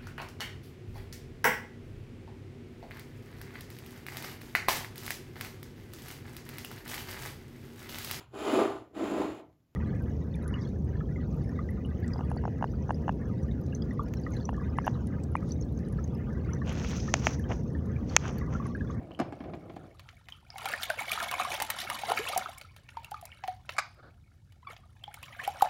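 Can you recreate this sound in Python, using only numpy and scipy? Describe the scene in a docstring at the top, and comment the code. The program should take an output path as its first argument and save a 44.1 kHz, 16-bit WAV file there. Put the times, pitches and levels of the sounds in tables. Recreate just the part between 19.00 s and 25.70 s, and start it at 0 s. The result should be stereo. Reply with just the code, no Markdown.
"""A plastic tub of soapy water is jostled over a low outdoor rumble, then a hand swishes a toy car in it,
lifts it out dripping and dips it again. Bubbles are decaying, gliding sines; gurgle and spray are swarms
of faint ones plus noise. Slaps, bumps and clacks are filtered noise bursts; shifting and a scuff are
filtered noise. Filling hollows and a wet squeak are swept tones. Sparse echoes of nearby walls follow."""
import sys
import numpy as np
from scipy import signal
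from scipy.fft import rfft, irfft
from scipy.io import wavfile
from scipy.ndimage import uniform_filter1d

SR = 44100
rng = np.random.default_rng(int(sys.argv[2]) if len(sys.argv) > 2 else 0)


def log_audio(samples):
    """Write samples as a 16-bit WAV file to the path given in sys.argv[1]."""
    # one column per channel
    frames = np.atleast_2d(samples).T
    # limit to full scale, then quantise
    limited = np.clip(frames, -1, 1)
    pcm = np.round(limited * 32767).astype(np.int16)
    wavfile.write(sys.argv[1], SR, pcm)


N = 295425
TIME_S = np.arange(N) / SR
FREQ_HZ = np.fft.rfftfreq(2 * N, 1 / SR)  # bins of the zero-padded signal

# outdoor rumble: (frequency [Hz], relative level [dB])
AIR_SPECTRUM = [(25, -31.5), (52, -7.5), (87, -3), (134, -7.5), (170, -18), (242, -23), (394, -32.5),
                (2050, -56.5), (4870, -47.5), (16000, -59.5)]
# tub leant on and shifted: (time [s], level before trim [dB])
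SHIFT_LEVELS = [(0, -42), (.16, -51.5), (.26, -40), (.36, -48.5), (.47, -40), (.63, -49), (.73, -47.5),
                (.88, -49), (1, -71.5)]
# shifting tub: (frequency [Hz], relative level [dB])
SHIFT_SPECTRUM = [(20, -31), (65, -1.5), (174, 5), (232, -4), (315, 5), (504, -6.5), (672, -4.5),
                  (1030, -19), (2930, -37), (8000, -68), (14000, -75)]
# dull bumps against the tub: (time [s], peak level [dB])
TUB_BUMPS = [(0.108, -36.5), (0.19, -27.5), (0.198, -18.5), (0.213, -26), (0.324, -30.5), (0.404, -31),
             (0.439, -33), (0.536, -29), (0.697, -33.5), (0.764, -32.5), (0.854, -45)]
# bumped tub: (frequency [Hz], relative level [dB])
BUMP_SPECTRUM = [(20, -54), (60, -0.5), (180, 7), (323, 10.5), (539, -4), (703, 4.5), (1460, -13.5),
                 (2430, -16), (5400, -32), (12000, -68)]
# steady stirring of the water: (time [s], level before part gains [dB])
STIR_LEVELS = [(0, -72), (1.1, -68), (1.49, -69.5), (1.62, -45.5), (1.93, -49), (2.3, -42), (2.67, -46),
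               (3.2, -42), (3.43, -44.5), (3.72, -69), (4.27, -60.5), (4.62, -70), (4.75, -58.5),
               (5.0, -74.5), (5.55, -76), (6.0, -68.5), (6.4, -50), (6.69, -47)]
# swishes swelling above the stirring:
# (middle [s], length [s], gurgle level before trim [dB], spray level [dB])
TOY_SWISHES = [(1.714, 0.13, -39.5, -45.5), (1.83, 0.065, -51, -36.5), (2.006, 0.07, -38, -43.5),
               (2.129, 0.093, -44, -36), (2.212, 0.096, -35, -38.5), (2.335, 0.066, -37.5, -57),
               (2.41, 0.087, -38, -41), (2.531, 0.069, -37, -36.5), (2.804, 0.076, -44, -38.5),
               (2.956, 0.052, -44, -45.5), (3.096, 0.073, -36.5, -37), (3.176, 0.049, -31.5, -38.5),
               (3.308, 0.11, -40.5, -42), (3.365, 0.13, -42, -50.5), (5.712, .07, -48.5, -55.5),
               (6.452, 0.051, -44, -44)]
# middle-sized bubbles: (frequency [Hz], relative level [dB])
GURGLE_SPECTRUM = [(80, -25.5), (180, -11), (300, -18), (480, -12.5), (760, 1), (1000, -9), (1250, -1.5),
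                   (2000, -15), (2300, -4.5), (2800, -18), (4500, -23.5)]
# droplets and foam: (frequency [Hz], relative level [dB])
SPRAY_SPECTRUM = [(400, -33.5), (1200, 6.5), (2400, -1.5), (3400, 3.5), (5200, -2), (8000, -6.5),
                  (11300, -5), (12500, -11.5), (16000, -10.5)]
# single bubbles that stand out, low plops to high pips, trapped by the hand or by drips off the toy:
# (time [s], starting pitch [Hz], peak level before gain [dB], pitch glide [share of pitch])
SINGLE_BUBBLES = [(0.116, 2930, -47.5, 0.058), (0.148, 3050, -45.5, -0.12), (1.3224, 3110, -36, -.1),
                  (1.503, 5100, -34.5, 0.024), (1.557, 855, -37.5, -0.22), (1.657, 804, -30, -0.097),
                  (1.737, 1717, -22.5, .37), (1.832, 3660, -22.5, -0.26), (1.9, 674, -28.5, -0.17),
                  (1.9024, 1515, -24.5, .1), (2.012, 820, -30.5, 0.083), (2.118, 2350, -21.5, 0.15),
                  (2.1756, 1252, -28.5, 0.11), (2.3367, 880, -28.5, 0.88), (2.3977, 1140, -22, 0.27),
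                  (2.4006, 760, -27, -.1), (2.4497, 1080, -27, 0.12), (2.616, 790, -26, 0.33),
                  (3.0342, 786, -26.5, 0.2), (3.0961, 756, -27, 0.079), (3.103, 435, -34.5, 0.14),
                  (3.193, 368, -33.5, 0.37), (3.375, 696, -25.5, 0.19), (3.459, 1260, -30.5, 0.16),
                  (3.97, 925, -30.5, -0.031), (4.045, 2710, -39.5, 0.082), (4.1168, 780, -33, .2),
                  (4.1427, 1240, -32.5, -0.097), (4.226, 766, -42, -0.26), (4.318, 2910, -40.5, -0.16),
                  (4.4376, 833, -33, -0.19), (4.4814, 746, -28, -0.0047), (6.0392, 3160, -35, 0.35),
                  (6.0782, 817, -38.5, 0.049), (6.4764, 755, -22, 0.17), (6.609, 1203, -29, -0.086),
                  (6.648, 783, -28, -0.38)]
# toy clacking on the plastic: (time [s], peak level [dB])
TOY_CLACKS = [(0.191, -31), (0.2, -29), (0.324, -44.5), (0.763, -43), (4.766, -35), (4.7828, -15.5),
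              (4.7862, -12.5), (4.792, -20.5)]
# clacking plastic: (frequency [Hz], relative level [dB])
CLACK_SPECTRUM = [(200, -38.5), (448, -28.5), (722, 2), (883, -14.5), (1350, 0.5), (1910, -15), (2210, -7),
                  (3070, -24), (4860, -16), (5520, -19), (10000, -27), (16000, -46)]
# short soft scuff: (time [s], level before trim [dB])
SCUFF_LEVELS = [(4.97, -64.5), (5.005, -52.5), (5.018, -81.5), (5.03, -52), (5.06, -55.5), (5.095, -55.5),
                (5.115, -87)]
# scuffed plastic: (frequency [Hz], relative level [dB])
SCUFF_SPECTRUM = [(100, -0.5), (450, 5), (1000, -6.5), (1450, 4), (2100, -20.5), (3300, -23), (4500, -15),
                  (7000, -49)]
# water slapping the surface, drops ticking on the toy:
# (time [s], level before gain [dB], brightness [0-1])
WATER_SLAPS = [(0.995, -40, 0.28), (1.089, -41.5, 0), (1.286, -37, 0.18), (1.582, -30, 0.52),
               (1.656, -24.5, 0.37), (1.687, -26, .5), (1.833, -23.5, 1), (1.9, -22, 0.42),
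               (2.116, -24, 0.98), (2.228, -27, 0.75), (2.313, -21.5, 0.55), (2.601, -21, 0.42),
               (2.6219, -16, 0.7), (2.702, -14, 0.64), (2.9, -19, 0.3), (3.288, -28, 0.75),
               (3.376, -19, 0.97), (3.582, -34.5, 0.94), (3.613, -35, 0.31), (3.764, -39, 0.47),
               (3.889, -40.5, 0), (4.046, -36.5, 0.69), (4.112, -38, .95), (4.213, -41, 0.88),
               (4.254, -33, 0.92), (4.438, -37, 0), (4.477, -31.5, 0.31), (4.692, -28.5, 0.08),
               (5.522, -50.5, 0.4), (5.765, -43, 0), (6.037, -43, 0.4), (6.142, -32, 0.73),
               (6.229, -34.5, 0.55), (6.476, -28.5, 0.8), (6.621, -19, 0.62)]
# splat of a water sheet, also bubble pinch-off: (frequency [Hz], relative level [dB])
SPLAT_SPECTRUM = [(300, -14), (800, 4.5), (2500, 4), (4500, -0.5), (8000, -17.5), (16000, -35.5)]
# tick of a fine drop: (frequency [Hz], relative level [dB])
TICK_SPECTRUM = [(800, -19.5), (4000, -5.5), (11000, 2), (16000, -5.5)]
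# water flooding a hollow of the toy: (time [s], starting pitch [Hz], level before flutter [dB])
HOLLOW_FLOODS = [(2.54, 2515, -35.5), (3.268, 2315, -32.5), (6.107, 1200, -56.5), (6.226, 2190, -43.5),
                 (6.323, 1753, -46.5), (6.389, 1440, -34.5), (6.435, 2352, -39.5)]
# air pockets escaping from under the toy:
# (time [s], starting pitch [Hz], level [dB], life until the burst [s])
AIR_GULPS = [(3.118, 840, -13.5, .004), (3.362, 780, -21, .009), (6.6229, 850, -8, .0082)]
# wet finger squeaking on the toy: (time [s], fundamental level [dB], pitch [Hz])
FINGER_SQUEAK = [(5.625, -80, 900), (5.631, -49, 992), (5.641, -72, 1130), (5.653, -52.5, 1328),
                 (5.661, -86, 1232), (5.673, -32, 1148), (5.7, -73.5, 1093)]
# lead of the left microphone port: (frequency [Hz], phase [rad])
PORT_PHASE = [(20, 0.5), (1700, 0.39), (3400, 1), (5200, 1.5), (6300, 1.47), (7000, 1.5), (8200, -5),
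              (10700, -4.5), (13400, -11), (15700, -12)]
# decay of the diffuse tail by 60 dB: (frequency [Hz], time [s])
TAIL_T60 = [(150, 0.19), (700, 0.35), (2000, 0.24), (5000, 0.4), (10000, 0.027), (16000, 0.097)]
# echoes: (frequency [Hz], relative level [dB])
ECHO_SPECTRUM = [(100, -13), (700, -1.5), (2000, 4.5), (5500, -1), (9000, 0), (16000, 0)]

AIR_DB = -57
CALM_DB, CHURNED_DB = -61, -40.5  # stirring that counts as calm, as fully churned
# cycles to -60 dB at REFERENCE_HZ: foam damps sooner
REFERENCE_HZ, CALM_CYCLES, CHURNED_CYCLES = 800, 60, 24.5
SMALL_DAMPING_POWER = 0.68  # smaller bubbles ring for fewer cycles, by this power of pitch
SPRAY_UNDER_DB, SPRAY_POWER = -4, 1.053  # spray offset at CHURNED_DB, growth with stirring
THROWN_GURGLE_DB, THROWN_SPRAY_DB = -22.5, -21.5  # thrown water relative to the slap's table level
SETTLE_S = 0.034  # time constant of thrown water falling back
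FLOOD_S, FLOOD_OCTAVES_PER_S = 0.022, 30
GULP_GLIDE = -0.2  # share of pitch
EDGE_HZ = 15900


def amp(db):
    """Decibels to gain."""
    return 10 ** (np.asarray(db) / 20)


def unit(x):
    """Scales to rms 1."""
    return x / np.sqrt(np.mean(x ** 2) + 1e-20)


def read(points, hz):
    """Interpolates a spectrum on a log-frequency axis."""
    point_hz, value = np.transpose(points)
    return np.interp(np.log(hz + 1), np.log(point_hz + 1), value)


def level(rows):
    """dB curve to gain per sample; the last level holds 40 ms, silence elsewhere."""
    rows = np.asarray(rows)
    sounding = (TIME_S >= rows[0, 0]) & (TIME_S <= rows[-1, 0] + .04)
    return sounding * amp(np.interp(TIME_S, rows[:, 0], rows[:, 1]))


def add(mix, start_s, sound):
    """Mixes a sound in at a time."""
    part = mix[max(0, round(start_s * SR)):][:len(sound)]
    part += sound[:len(part)]


def colour(x, points, size=2048):
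    """Causal minimum-phase filter of unit energy with the given spectrum."""
    log_gain = np.log(amp(read(points, abs(np.fft.fftfreq(size, 1 / SR)))))
    response = np.exp(np.conj(signal.hilbert(log_gain)))
    taps = np.fft.ifft(response).real[:size // 2]
    return signal.oaconvolve(x, taps / np.linalg.norm(taps))[:len(x)]


def burst(t60_s, points, size=6000):
    """Dying puff of coloured noise, peak 1."""
    decay = amp(-60 * np.arange(size) / SR / max(t60_s, .001))
    puff = colour(rng.standard_normal(size) * decay, points)
    return puff / abs(puff).max()


def slow_noise(size):
    """Smoothed noise of rms 1; size is the averaging length in samples."""
    return unit(uniform_filter1d(rng.standard_normal(N), size=size))


def bubble(hz, t60_s, glide, onset_s=.0005, glide_s=0.019):
    """A pocket of air rings and dies; its pitch slides as it nears the surface."""
    t = np.arange(int(max(t60_s, .002) * SR)) / SR
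    shape = amp(-60 * t / t60_s) * (1 - np.exp(-t / onset_s)) ** 2
    pitch_hz = hz * (1 + glide * (1 - np.exp(-t / glide_s)))
    return shape / shape.max() * np.sin(2 * np.pi * np.cumsum(pitch_hz) / SR)


def air(side_db=-13):
    """Low outdoor rumble, nearly the same on both sides."""
    mid, side = (unit(colour(rng.standard_normal(N), AIR_SPECTRUM, size=8192)) for _ in range(2))
    return amp(AIR_DB) * (mid + amp(side_db) * np.array([side, -side]))


def jostle(shift_trim_db=-1, bump_t60_s=0.068, judder_db=2.5):
    """The water-laden tub bumps, and judders as it slides."""
    judder = amp(judder_db * np.clip(slow_noise(600), -2, 2))
    sliding = unit(colour(judder * rng.standard_normal(N), SHIFT_SPECTRUM))
    out = amp(shift_trim_db) * level(SHIFT_LEVELS) * sliding
    for start_s, db in TUB_BUMPS:
        add(out, start_s, amp(db) * burst(bump_t60_s, BUMP_SPECTRUM))
    return out


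def stirring(part, offset_db, thrown_db, steepness=1):
    """Gain of one part: steady stirring, an arch per swish and settling after each slap, summed as power."""
    steady = amp(CHURNED_DB + offset_db) * (level(STIR_LEVELS) / amp(CHURNED_DB)) ** steepness
    power = steady ** 2
    for middle_s, length_s, gurgle_db, spray_db in TOY_SWISHES:
        arch = np.cos(np.pi * np.clip((TIME_S - middle_s) / length_s, -.5, .5))
        power += (amp(spray_db if part == "spray" else gurgle_db) * arch) ** 2
    settling = np.exp(-np.arange(SR // 2) / SR / SETTLE_S)
    for start_s, db, bright in WATER_SLAPS:
        water = np.clip(1 - bright, 0, 1)  # fine bright drops move little water
        add(power, start_s, water * (amp(db + thrown_db) * settling) ** 2)
    return np.sqrt(power)


def swarm(loudness, per_s, low_hz, high_hz, cycles, spread_db, count=40):
    """Many bubbles of all sizes in a pitch range, rms near 1; harder stirring makes more of them."""
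    density = np.clip(loudness / amp(-39.5), .1, 2) ** .3 * per_s / SR
    chance = rng.random(N)
    size = np.minimum(rng.exponential(1, N), 2.5)
    kind = rng.integers(0, count, N)
    damping = rng.uniform(.4, 1.6, count)
    glide = rng.uniform(-.1, .7, count)
    rings = []
    for hz, d, g in zip(np.geomspace(low_hz, high_hz, count), damping, glide):
        ring = bubble(hz, min(cycles * d / hz, .06), g, onset_s=0.66 / hz)
        rings.append(ring / np.linalg.norm(ring))
    gain = unit(amp(spread_db * size)) / np.sqrt(density)  # most are faint, a few are loud
    out = np.zeros(N)
    for i in np.flatnonzero(chance < density):
        add(out, i / SR, gain[i] * (-1) ** i * rings[kind[i]])
    return out


def whiten(x):
    """Evens the spectrum of a swarm, which holds equal energy in each octave."""
    return unit(irfft(rfft(x, 2 * N) * np.sqrt(FREQ_HZ))[:N])


def gurgle(trim_db=0.5, churn_db=-14):
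    """Middle-sized bubbles churned up by the hand, over a little noise."""
    loudness = stirring("gurgle", 0, THROWN_GURGLE_DB)
    bubbles = whiten(swarm(loudness, per_s=900, low_hz=167.2, high_hz=3718, cycles=36, spread_db=6.5))
    churn = amp(churn_db) * rng.standard_normal(N)
    return amp(trim_db) * loudness * unit(colour(bubbles + churn, GURGLE_SPECTRUM))


def spray(fizz_db=-9, clump_db=4.5):
    """Droplets and bursting foam, arriving in clumps, with a fine fizz."""
    loudness = stirring("spray", SPRAY_UNDER_DB, THROWN_SPRAY_DB, SPRAY_POWER)
    drops = whiten(swarm(loudness, per_s=2600, low_hz=1567, high_hz=15440, cycles=44, spread_db=3.0))
    clumps = amp(clump_db * np.clip(slow_noise(260), -2, 2))
    fizz = amp(fizz_db) * rng.standard_normal(N)
    return loudness * unit(colour(clumps * (drops + fizz), SPRAY_SPECTRUM))


def single_bubbles(gain_db=2.5, pinch_db=-11, pinch_t60_s=0.02):
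    """Bubbles that stand out, each starting with a tick as it pinches off; calm water lets them ring longer."""
    out = np.zeros(N)
    for start_s, hz, db, glide in SINGLE_BUBBLES:
        stir_db = np.interp(start_s, *np.transpose(STIR_LEVELS))
        cycles = np.interp(stir_db, [CALM_DB, CHURNED_DB], [CALM_CYCLES, CHURNED_CYCLES])
        cycles *= (REFERENCE_HZ / hz) ** SMALL_DAMPING_POWER
        add(out, start_s, amp(db) * bubble(hz, cycles / hz, glide, onset_s=0.00092))
        add(out, start_s, amp(db + pinch_db) * burst(pinch_t60_s, SPLAT_SPECTRUM))
    return out * amp(gain_db)


def toy(clack_t60_s=0.028, scuff_trim_db=-1):
    """Hard plastic chatters on plastic, then scuffs."""
    scuff = unit(colour(rng.standard_normal(N), SCUFF_SPECTRUM))
    out = amp(scuff_trim_db) * level(SCUFF_LEVELS) * scuff
    for start_s, db in TOY_CLACKS:
        add(out, start_s, amp(db) * burst(clack_t60_s, CLACK_SPECTRUM))
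    return out


def slaps(gain_db=4.5, splat_t60_s=0.026, tick_t60_s=0.018):
    """Sheets of water land with a splat; fine drops with a bright tick."""
    out = np.zeros(N)
    for start_s, db, bright in WATER_SLAPS:
        bright = np.clip(bright, 0, 1)
        splat = (1 - bright) * burst(splat_t60_s, SPLAT_SPECTRUM)
        tick = bright * burst(tick_t60_s, TICK_SPECTRUM)
        add(out, start_s, amp(db + gain_db) * (splat + tick))
    return out


def floods(rough=0.59):
    """The air left in a filling hollow shrinks, so its ring climbs, unevenly in level."""
    t = np.arange(int(FLOOD_S * SR)) / SR
    out = np.zeros(N)
    flutter = 1 + rough * slow_noise(100)
    for start_s, hz, db in HOLLOW_FLOODS:
        pitch_hz = hz * 2 ** (FLOOD_OCTAVES_PER_S * t)
        ring = np.sin(2 * np.pi * np.cumsum(pitch_hz) / SR)
        add(out, start_s, amp(db) * np.sin(np.pi * t / FLOOD_S) * ring)
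    return flutter * out


def gulp(t60_s=0.47):
    """A big bubble rings near full strength until it bursts."""
    out = np.zeros(N)
    for start_s, hz, db, life_s in AIR_GULPS:
        ring = bubble(hz, t60_s, GULP_GLIDE)
        cutoff = np.exp(-(np.arange(len(ring)) / SR / life_s) ** 4)
        add(out, start_s, amp(db) * ring * cutoff)
    return out


def squeak(overtone_db_per_octave=-11, count=4):
    """Stick and slip: a short tone with a few overtones."""
    time_s, _, hz = np.transpose(FINGER_SQUEAK)
    turns = np.cumsum(np.interp(TIME_S, time_s, hz)) / SR
    tone = np.zeros(N)
    for k in range(1, count + 1):
        tone += amp(overtone_db_per_octave * np.log2(k)) * np.sin(2 * np.pi * k * turns)
    return level(FINGER_SQUEAK) * tone


def ports(x):
    """The direct sound reaches the two microphone ports out of step."""
    phase = np.interp(FREQ_HZ, *np.transpose(PORT_PHASE))
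    # half of the phase difference goes to each side
    return irfft(rfft(x, 2 * N) * np.exp(.5j * np.array([phase, -phase])))[:, :N]


def room(x, early_db, tail_db, early_t60_s=0.021):
    """Quick echoes from the tub's walls and a diffuse tail from the yard, different on each side."""
    t = np.arange(SR // 2) / SR
    out = []
    for _ in range(2):
        early, late = rng.standard_normal((2, len(t))) * (rng.random((2, len(t))) < .1)  # sparse
        early *= amp(-60 * t / early_t60_s) * (t > .001)
        hz, when_s, z = signal.stft(late * (t > .007), SR, nperseg=256)
        z = z * amp(-60 * when_s / read(TAIL_T60, hz)[:, None])
        late = signal.istft(z, SR, nperseg=256)[1][:len(t)]
        echo = amp(early_db) * early / np.linalg.norm(early) + amp(tail_db) * late / np.linalg.norm(late)
        out.append(signal.oaconvolve(x, colour(echo, ECHO_SPECTRUM))[:N])
    return np.array(out)


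def wandering_room(x, early_db, tail_db, count=3):
    """Splashes land all over the tub, so the echo pattern cycles among a few places."""
    place = np.cumsum(rng.uniform(0, 40, N)) / SR  # about 20 places per second
    away = abs((place - np.arange(count)[:, None]) % count - count / 2)
    # neighbouring places cross-fade at equal power
    return sum(room(x * np.cos(np.pi / 2 * np.minimum(d, 1)), early_db, tail_db) for d in away)


def scene():
    """Water and tub in their surroundings."""
    splashing = gurgle() + spray()
    ringing = single_bubbles() + gulp() + floods() + squeak()
    striking = slaps()
    knocks = jostle() + toy()
    echoes = wandering_room(splashing + amp(-3.5) * striking, early_db=-5, tail_db=-12.5)
    echoes += room(ringing, early_db=-7.5, tail_db=-13.5)
    echoes += room(knocks, early_db=-9.5, tail_db=-12.5)
    return ports(splashing + ringing + striking + knocks) + echoes + air()


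def record(dry):
    """Band limit: a steep linear-phase low-pass."""
    taps = signal.firwin(401, EDGE_HZ, window=("kaiser", 8), fs=SR)
    return signal.oaconvolve(dry, taps[None], "same")


dry = scene()
out = record(dry)
log_audio(out)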